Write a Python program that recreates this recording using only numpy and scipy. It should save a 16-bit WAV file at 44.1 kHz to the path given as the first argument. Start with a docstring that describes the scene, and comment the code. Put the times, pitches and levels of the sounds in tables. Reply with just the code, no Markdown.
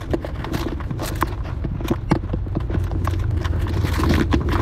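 """Crabs in a plastic bucket

Outdoors, a phone is held over the mouth of a bucket of live crabs, its two microphone ports close to the action.
Shells thud the floor; claw and leg tips tick, scrape and crackle over the plastic: all are forces that
ring damped bucket modes. A halo of faint throbbing sine tones swells just before the hardest knock.
Behind, wavering sine tones make an engine that draws nearer on a falling note, over a rumble of shaped noise.
"""
import sys
import numpy as np
from scipy import signal
from scipy.fft import rfft, irfft
from scipy.io import wavfile
from scipy.ndimage import uniform_filter1d

SR = 44100
rng = np.random.default_rng(int(sys.argv[2]) if len(sys.argv) > 2 else 0)


def persist_wave(psi):
    """Save psi, clipped to +-1, as 16-bit WAV."""
    counts = np.round(np.clip(psi, -1, 1) * 32767).astype(np.int16)
    wavfile.write(sys.argv[1], SR, np.atleast_2d(counts).T)


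def volts_from_decibels(level):
    """Turn decibel levels (scalar or array-like) into linear amplitude factors."""
    exponent = np.asarray(level, float) / 20
    return 10 ** exponent


N = 203705
T = np.arange(N) / SR  # s


def unit(x):
    """Scale to rms 1."""
    return x / np.sqrt(np.mean(x ** 2))


def curves(table):
    """Turn the columns after start_s into sample-rate curves."""
    s, *columns = np.transpose(table)
    return [np.interp(T, s, column) for column in columns]


def walk(rate):
    """Random levels held 1 / rate s and slewed twice; spread near 1."""
    hold = max(int(SR / rate), 2)
    steps = np.repeat(rng.standard_normal(N // hold + 1), hold)
    slewed = uniform_filter1d(uniform_filter1d(steps, hold), hold)
    return 1.297 * slewed[:N]


def ring(forces, modes):
    """Damped modes, each struck by its own row of force; white force of rms 1 comes out at rms 1."""
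    out, power = 0, 0
    for k, (hz, t60, db) in enumerate(modes):
        radius = np.exp(-np.log(1000) / (t60 * SR))
        angle = 2 * np.pi * hz / SR
        gain = (-1) ** k * volts_from_decibels(db) * np.sqrt(1 - radius * radius) * .5
        poles = [1, -2 * radius * np.cos(angle), radius * radius]
        out = out + gain * signal.lfilter([1, 0, -1], poles, forces[k][:N])
        power += volts_from_decibels(db) ** 2 * .5
    return out / np.sqrt(power)


def favour(modes, hz, db_per_octave):
    """Where a blow lands decides which mode it favours: gains falling away from hz."""
    octaves = np.abs(np.log2(np.array(modes)[:, :1] / hz))
    return volts_from_decibels(-db_per_octave * octaves)


def wander(force, modes, db):
    """A moving contact feeds each mode now more, now less."""
    return np.array([force * volts_from_decibels(db * walk(24.88)) for _ in modes])


# Low bucket modes, the drumming floor: pitch_hz [Hz], t60_s [s], level_db [dB, relative]
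FLOOR_MODES = [(125, 0.085, 5), (161.3, 0.027, 5), (211.5, 0.038, 4), (302, 0.039, 4), (338.3, 0.061, 5.5),
               (399, 0.016, -3)]
# Shell against bucket: start_s [s], level_db [dB, relative], contact_ms [ms, push and rebound],
# pitch_hz [Hz, favoured floor note]
SHELL_THUDS = [(0.134, -4.5, 1.65, 357), (0.245, -22.5, 2.6, 365), (0.512, -14.5, 2.3, 292),
               (0.544, -7, 2.44, 147), (0.659, -7, 1.32, 303), (0.719, -10.5, 1.22, 302),
               (0.901, -13, 3.9, 152), (1.012, -16, 1.54, 356), (1.112, -8.5, 1.2, 166),
               (1.221, -14.5, 3.5, 340), (1.642, -8.5, 2.04, 155), (1.707, -16, 5.7, 156),
               (1.745, -18, 4.1, 161), (1.802, -21, 3, 297), (1.844, -15.5, 2.2, 302),
               (1.899, -11.5, 4.4, 209), (1.908, -9, 2.86, 340), (2.112, 1.5, 2.37, 162),
               (2.154, -13, 3.5, 342), (2.229, -20.5, 2.8, 160), (2.331, -10, 2.84, 158),
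               (2.464, -10, 1.17, 176), (2.561, -5, 2.03, 161), (2.698, -13, 1.4, 370),
               (2.742, -4, 1.85, 153.2), (2.95, -9.5, 0.88, 300), (3.075, -14, 1, 300),
               (3.129, -13, 0.98, 328), (3.696, -14.5, 1.3, 306), (3.786, -19.5, 4.2, 144.9),
               (3.841, -3.5, 1.9, 133), (3.99, -13.5, 2.54, 296), (4.097, -5, 3.1, 190),
               (4.112, -8.5, 1.15, 300), (4.136, -14, 3, 217), (4.175, -11, 1.6, 223),
               (4.192, -13, 2.8, 215), (4.205, -4, 2, 224), (4.219, -11.5, 2, 206), (4.334, -4, 2.7, 276),
               (4.406, -3, 1.04, 141), (4.487, -15, 1.62, 315), (4.529, -11, 1.64, 304),
               (4.591, -12.5, 1.9, 298)]


def thuds():
    """A soft push with a rebound, one sine cycle, sets the floor drumming."""
    force = np.zeros((len(FLOOR_MODES), N + SR))
    for s, db, ms, hz in SHELL_THUDS:
        push = np.sin(np.linspace(0, 2 * np.pi, max(int(ms * SR / 1000), 8)))
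        push = push / np.sqrt(np.sum(push ** 2))
        start = int(s * SR)
        lean = favour(FLOOR_MODES, hz, db_per_octave=8.5)
        force[:, start:start + len(push)] += volts_from_decibels(db) * push * lean
    return volts_from_decibels(12.5) * ring(force, FLOOR_MODES)


# Bucket modes from low to high: pitch_hz [Hz], t60_s [s], level_db [dB, relative]
WALL_MODES = [(505, 0.044, -1), (645.4, 0.026, 0.5), (866, 0.017, 0), (1049, 0.018, 3.5), (1270, 0.0063, 2),
              (1454, 0.014, 2.5)]
SHELL_MODES = [(1753, 0.0055, 0.5), (2400, 0.005, -2.5), (2690, 0.0068, -4), (3460, 0.0031, -2.5),
               (4160, 0.0025, -4.5), (5380, 0.0016, -6.5), (6200, 0.0013, -12.5)]
EDGE_MODES = [(7800, 0.00038, 6), (11060, 0.001, 2.5), (11840, 0.0014, 4.5), (15000, 0.0013, -24)]
# Claw and leg tips: start_s [s], level_db [dB, relative], sharpness_db [dB, top against knock],
# chatter_ms [ms, time scale of the burst, which stops growing at 30], pitch_hz [Hz, favoured wall note]
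TIP_TICKS = [(0.105, -31.5, -5, 24, 540), (0.134, -11, -33.5, 16.3, 553), (0.227, -32, -31, 13, 546),
             (0.244, -15.5, -30, 14.3, 580), (0.286, -22, -32, 34, 570), (0.391, -28, -28, 14, 1800),
             (0.442, -15.5, -15, 12.5, 935), (0.545, -21, -7, 18, 625), (0.568, -27, -3.5, 31, 1070),
             (0.596, -24, -5.5, 6.2, 1450), (0.627, -18, -16, 11, 1180), (0.684, -21.5, -24, 8, 630),
             (0.704, -31, -33, 32, 980), (0.8, -21, -46, 18, 1100), (0.905, -24, -28.5, 14, 970),
             (0.994, -20.5, -29, 30, 665), (1.016, -16.5, -55, 38, 620), (1.037, -20.5, -40, 18, 644),
             (1.057, -40.5, 10, 15, 1340), (1.076, -30, 6.5, 12, 786), (1.086, -26, 3, 7.5, 1050),
             (1.157, -31, 2, 10, 1410), (1.178, -38, 2, 18, 595), (1.211, -24.5, 4, 4.3, 1060),
             (1.217, -29, 3, 6.5, 1080), (1.2235, -5, -51, 2, 1100), (1.271, -28.5, -4, 22, 910),
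             (1.322, -24, -56, 25, 880), (1.376, -30, -42, 9.9, 900), (1.404, -29.5, -44, 11, 1120),
             (1.451, -28, -44, 16, 638), (1.489, -24.5, -44, 24, 1260), (1.64, -22, -29, 16, 590),
             (1.804, -23.5, -44, 9.1, 640), (1.85, -30, -16, 32, 1370), (1.881, -20.5, -2.5, 11, 910),
             (1.91, -15, -47, 23, 680), (1.935, -17.5, -41, 11.7, 1270), (1.956, -34, -9, 13, 2800),
             (2.1125, -6, -26, 10.7, 890), (2.151, -14, -30.5, 9.5, 660), (2.293, -26, -45, 7.7, 710),
             (2.332, -15, -50, 7.8, 490), (2.551, -16.5, -46, 19, 635), (2.601, -25, -15.5, 21, 960),
             (2.711, -26, -52, 11, 630), (2.839, -33, -1, 6.9, 1020), (2.866, -24.5, -28, 15.5, 1330),
             (2.912, -20.5, -31, 14, 715), (3.047, -31.5, 1, 14, 1290), (3.072, -9.5, -25, 6.3, 960),
             (3.108, -33.5, -0.5, 12, 665), (3.136, -23, -12, 9.7, 2800), (3.194, -31, -7, 15, 950),
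             (3.238, -26, -33, 8.8, 1480), (3.308, -29, -9, 5.5, 673), (3.41, -24.5, -13.5, 43, 646),
             (3.444, -18.5, -7, 21.6, 986), (3.453, -17.5, -32, 40, 1480), (3.561, -40.5, -4, 7.4, 1000),
             (3.616, -28.5, -2.5, 22, 590), (3.666, -23, -54, 7.1, 1100), (3.678, -27.5, -7, 8.2, 1750),
             (3.692, -29.5, -4.5, 13, 4200), (3.735, -31, -4, 17, 734), (3.768, -26.5, -7.5, 8.7, 1030),
             (3.848, -24, -11, 16, 640), (3.866, -24.5, -3.5, 23, 1420), (3.879, -24.5, -3.5, 24, 1480),
             (3.934, -21.5, -3.5, 24, 1450), (3.955, -21.5, -11, 38, 1050), (3.989, -19.5, -8, 65, 1000),
             (4.033, -10, -33, 16, 1080), (4.096, -31, -2, 10, 990), (4.109, -16, -19.5, 7.1, 640),
             (4.137, -15.5, -6.5, 6.2, 1900), (4.152, -15, -8.5, 5.3, 2000), (4.162, -20, -6.5, 5, 1700),
             (4.177, -18, -16, 8.5, 940), (4.196, -11, -15, 2.5, 1510), (4.209, -10.5, -14, 2.5, 1520),
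             (4.217, -21, -14, 2.8, 1900), (4.221, -19, -14, 2, 2020), (4.226, -23, -17, 2.6, 1900),
             (4.231, -25, -14, 3.3, 1900), (4.327, -11.5, -15, 6.4, 1010), (4.337, -11, -17, 13.3, 633),
             (4.411, -22.5, -34, 32, 1065), (4.487, -18, -22, 4.3, 1410), (4.516, -19, -14, 28, 1100),
             (4.527, -18.5, -5, 19, 1110), (4.552, -8.5, -36, 19, 1220), (4.591, -15, -31, 42, 1010)]


def ticks():
    """Each tip knocks the wall, then chatters: spiky noise bursts into wall, shell and edge modes."""
    wall, shell, edge = (np.zeros((len(m), N + SR)) for m in (WALL_MODES, SHELL_MODES, EDGE_MODES))
    chance = rng.standard_normal((len(TIP_TICKS), 3, 2048))
    lead_ms = 8
    ms_axis = np.arange(2048) * 1000 / SR - lead_ms
    knock = unit(np.exp(-((ms_axis - .8) / 0.086) ** 2)) / np.sqrt(2048)  # the hard first contact
    for (s, db, sharp_db, ms, hz), (a, b, c) in zip(TIP_TICKS, chance):
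        x = ms_axis / np.clip(ms, .4, 30)
        grit = np.exp(0.35 * b + .5 * np.repeat(c[:64], 32))  # slips come in clumps under a ms long
        # faint noise swells for a few ms before each burst
        lead_in = 0.04 * np.exp(np.minimum(ms_axis, 0) / min(2.5, ms / 6))
        burst = a * grit * (np.maximum(x, 0) + lead_in) * np.exp(-3.5 * np.maximum(x, 0))
        burst = burst * np.sqrt(np.sqrt(ms) / np.sum(burst ** 2))
        start = int((s - lead_ms / 1000) * SR)
        at = slice(start, start + 2048)

        wall_lean = favour(WALL_MODES, hz, db_per_octave=12.5)
        wall[:, at] += volts_from_decibels(db) * (0.55 * knock + 0.79 * burst) * wall_lean

        # each tick gets a random balance of shell modes; a high note rings them more
        balance = volts_from_decibels(2.62 * b[:len(SHELL_MODES), None])
        balance = balance * (1 + 1.17 * favour(SHELL_MODES, hz, db_per_octave=21.5))
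        shell_force = volts_from_decibels(6.43 + 0.51 * sharp_db) * burst + volts_from_decibels(-12.5) * knock
        shell[:, at] += balance * volts_from_decibels(db) * shell_force

        # sharpness tells most on the edge modes
        edge_balance_db = 1.7 * c[-len(EDGE_MODES):, None]
        edge[:, at] += volts_from_decibels(db - 2.5 + 1.92 * sharp_db + edge_balance_db) * (burst + 2.3 * knock)
    out = volts_from_decibels(17.5) * ring(wall, WALL_MODES) + volts_from_decibels(8.5) * ring(shell, SHELL_MODES)
    return out + volts_from_decibels(14.0) * ring(edge, EDGE_MODES)


# Legs dragging: start_s [s], length_s [s], level_db [dB, relative], sharpness_db [dB],
# pitch_hz [Hz, favoured shell note]
LEG_DRAGS = [(0, 0.02, -38.5, -18, 3000), (0.214, 0.078, -49.5, -10, 1500), (0.338, 0.16, -46, -23, 1720),
             (0.522, 0.093, -32, -9.5, 6430), (0.648, 0.073, -44.5, -16, 3000),
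             (0.791, 0.063, -54.5, -30, 1500), (0.981, 0.028, -43.5, -14, 6430),
             (1.025, 0.059, -31.5, -4, 6430), (1.1, 0.029, -46.5, -22, 2120),
             (1.136, 0.098, -45.5, -14, 6430), (1.242, 0.083, -44, -20, 2610),
             (1.432, 0.082, -46, -27, 2440), (1.739, 0.13, -50.5, -26, 2270),
             (1.838, 0.028, -44.5, -17, 2800), (1.87, 0.028, -39, -9, 5000), (1.987, 0.047, -57, -7, 3450),
             (2.231, 0.074, -57.5, -40, 2270), (2.694, 0.057, -42, -32.5, 2270),
             (2.786, 0.061, -46.5, -7.5, 6430), (3.038, 0.1, -38.5, -11, 6430),
             (3.171, 0.052, -49.5, -11, 2800), (3.364, 0.097, -49, -5.5, 1720),
             (3.521, 0.05, -48.5, -44.5, 1720), (3.588, 0.053, -41.5, -10.5, 1850),
             (3.664, 0.07, -44, -21, 4550), (3.736, 0.13, -41, -12.5, 5600),
             (3.839, 0.082, -39.5, -10, 4550), (3.912, 0.1, -33, -6.5, 5600), (4.02, 0.088, -41, -13, 4240),
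             (4.096, 0.023, -38, -14.5, 4500), (4.132, 0.045, -31, -11, 4000),
             (4.169, 0.053, -38, -15, 3900), (4.311, 0.032, -34.5, -14, 3400),
             (4.496, 0.43, -38.5, -11, 1500)]


def drags(db_at_zero, slope, modes, db_per_octave):
    """Each drag sets in, holds and dies away; sharpness sets its level in these modes, its note the balance."""
    grip_s, swell_s, release_s = .012, .009, 0.017  # delay to full strength, then two time constants
    out = 0
    for s, length, db, sharp_db, hz in LEG_DRAGS:
        swell = np.exp(-np.maximum(s + grip_s - T, 0) / swell_s)
        release = np.exp(-np.maximum(T - s - length, 0) / release_s)
        lean = favour(modes, hz, db_per_octave)
        lean = lean / np.sqrt(np.mean(lean ** 2))
        out = out + volts_from_decibels(db + db_at_zero + slope * sharp_db) * swell * release * lean
    return out


def scrape():
    """Stick-slip: dense uneven micro-slips, coming in spurts, drive wall, shell and edge modes."""
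    spurt_db = 1.5 * walk(30) + 2.5 * walk(90) + 3 * walk(250)
    slips = []
    for _ in range(3):
        slip_db = spurt_db + 0.73 * rng.exponential(size=N)
        slips.append(unit(rng.standard_normal(N) * volts_from_decibels(slip_db)))
    # the constants added to shell and edge keep a faint scrape going when nothing drags
    shell = drags(-0.11, 0, SHELL_MODES, db_per_octave=6) + volts_from_decibels(-64.5)
    edge = drags(0, 1.17, EDGE_MODES, db_per_octave=0) + volts_from_decibels(-76.5)
    wall = drags(-2.3, -0.4, WALL_MODES, db_per_octave=0)
    out = ring(shell * wander(slips[0], SHELL_MODES, db=2.5), SHELL_MODES)
    edge_force = edge * wander(slips[0] + 0.65 * slips[1], EDGE_MODES, db=3.5)
    wall_force = wall * wander(slips[0] + 1.5 * slips[2], WALL_MODES, db=2.5)
    return out + volts_from_decibels(-6.0) * ring(edge_force, EDGE_MODES) + volts_from_decibels(-7.0) * ring(wall_force, WALL_MODES)


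def crackle():
    """Spines and leg joints snap in lone fine clicks at random times, louder while legs drag."""
    rate, snap_ms = 220, 3  # mean clicks per s; time constant of the noise after each click
    count = int(rate * 6)
    gap, size, sign = rng.random((count, 3)).T
    at = (np.cumsum(-np.log(1 - gap)) * SR / rate).astype(int)
    heights = volts_from_decibels(np.minimum(-2.5 * np.log(1 - size), 12)) * np.sign(sign - .5)
    clicks = np.zeros(N)
    clicks[at[at < N]] = heights[at < N]
    snap = signal.lfilter([1], [1, -np.exp(-1000 / (snap_ms * SR))], np.abs(clicks))
    clicks = unit(clicks + 0.21 * snap * rng.standard_normal(N)) * volts_from_decibels(-1.5)
    # the added constants keep faint clicks going when nothing drags
    shell = drags(-6.5, 0, SHELL_MODES, db_per_octave=6) + volts_from_decibels(-57.5)
    edge = drags(0, 1.17, EDGE_MODES, db_per_octave=0) * volts_from_decibels(-6) + volts_from_decibels(-76.5)
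    wall = drags(-2.3, -0.4, WALL_MODES, db_per_octave=0) + volts_from_decibels(-41.5)
    out = ring(shell * wander(clicks, SHELL_MODES, db=1.5), SHELL_MODES)
    out = out + ring(edge * wander(clicks, EDGE_MODES, db=4.5), EDGE_MODES)
    return out + volts_from_decibels(-5.0) * ring(wall * wander(clicks, WALL_MODES, db=0.5), WALL_MODES)


# Faint tones around the hardest knock: pitch_hz [Hz], level_db [dB, before the throb]
HALO_PARTIALS = [(2150, -29), (2780, -29), (4230, -43), (5700, -38), (7600, -45), (9250, -43.5)]


def tone_halo():
    """Faint throbbing sine tones swell just before the hardest knock and fade inside it."""
    peak_s, swell_s, fade_s, throb_hz = 2.112, 0.0093, .005, 130
    shape = np.exp(-np.maximum(peak_s - T, 0) / swell_s - np.maximum(T - peak_s, 0) / fade_s)
    tones = 0
    for (hz, db), (a, b) in zip(HALO_PARTIALS, rng.random((len(HALO_PARTIALS), 2))):
        throb = np.cos(np.pi * (throb_hz * T + a)) * volts_from_decibels(3 * walk(400))  # two level peaks a cosine cycle
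        tones = tones + volts_from_decibels(db) * throb * np.sin(2 * np.pi * (hz * T + b))
    return shape * tones


# The crabs' weight shifting on the bucket floor: start_s [s], level_db [dB rms]
WEIGHT_SHIFT = [(0, -35), (.6, -33), (1.3, -37), (2.4, -44.5), (2.7, -34.5), (3.6, -30.5), (4.15, -23.5),
                (4.28, -26.5), (4.62, -27)]


def shifting():
    """Bodies sliding over one another keep the floor murmuring: uneven noise through its modes."""
    force = rng.standard_normal(N) * volts_from_decibels(2.5 * walk(40))
    murmur = unit(ring(wander(force, FLOOR_MODES, db=0.5), FLOOR_MODES))
    return volts_from_decibels(curves(WEIGHT_SHIFT)[0]) * murmur


def note(hz, wobble, waver_db):
    """A low sine of rms near 1 that wavers in pitch and level."""
    level = np.sqrt(2) * volts_from_decibels(waver_db * walk(16))
    cycles = np.cumsum(hz * (1 + wobble * walk(16))) / SR
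    return level * np.sin(2 * np.pi * cycles)


# Engine drawing nearer: start_s [s], pitch_hz [Hz, mean firing note], level_db [dB, mean rms of that note]
ENGINE_APPROACH = [(0, 106, -51), (1, 101.6, -33), (2.2, 94.58, -30), (3.5, 84.88, -24),
                   (4.62, 76.2, -23.5)]


def engine():
    """Two notes slide down together and swell; a loose low note lies under them."""
    hz, db = curves(ENGINE_APPROACH)
    out = volts_from_decibels(db) * note(hz, wobble=0.01518, waver_db=2.5)
    out = out + volts_from_decibels(db - 5) * note(hz * 1.275, wobble=0.02077, waver_db=3.0)
    low_db = db.mean() + 0.64 * (db - db.mean()) - 1  # follows only part of the swell
    return out + volts_from_decibels(low_db) * note(54.84, wobble=0.1137, waver_db=1)


# Spectrum of the outdoor rumble: pitch_hz [Hz], level_db [dB per Hz, relative]
RUMBLE_SPECTRUM = [(20, 1.5), (32, 1.5), (45, -5), (70, 2.5), (140, -11), (400, -28.5), (1000, -34.5),
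                   (4000, -54), (16000, -107)]


def air():
    """Outdoor rumble: noise shaped in frequency, its level drifting slowly."""
    hz, db = np.transpose(RUMBLE_SPECTRUM)
    shape = np.interp(np.log(np.fft.rfftfreq(N, 1 / SR) + 1), np.log(hz), db)
    rumble = unit(irfft(rfft(rng.standard_normal(N)) * volts_from_decibels(shape), N))
    return volts_from_decibels(-26.5 + 0.5 * walk(2.7)) * rumble


def scene():
    """Everything reaches both microphone ports alike."""
    crabs = thuds() + ticks() + scrape() + crackle() + shifting()
    mono = crabs + tone_halo() + engine() + air()
    return np.array([mono, mono])


def top_cut(x):
    """Nothing passes above the cut-off."""
    return signal.sosfilt(signal.butter(12, 15700, fs=SR, output="sos"), x)


def record(dry):
    """Treble reaches the two ports by shifting paths, the left a little louder; peaks are rounded."""
    top = signal.sosfiltfilt(signal.butter(3, 11300, "high", fs=SR, output="sos"), dry[0])
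    side = top * (volts_from_decibels(1.5) * walk(500) + 0.22)
    side = side + volts_from_decibels(-24.5) * np.gradient(dry[0]) * walk(300)  # the slope of the wave leans to treble
    ports = dry + np.array([side, -side]) + volts_from_decibels(-21) * top * np.array([[1], [-1]])
    ports = signal.sosfilt(signal.butter(4, 33, "high", fs=SR, output="sos"), ports)
    ports = .9 * np.tanh(ports / .9)
    ports = signal.sosfilt(signal.ellip(12, .3, 60, 15700, fs=SR, output="sos"), ports)
    return top_cut(ports)


dry = scene()
out = record(dry)
persist_wave(out)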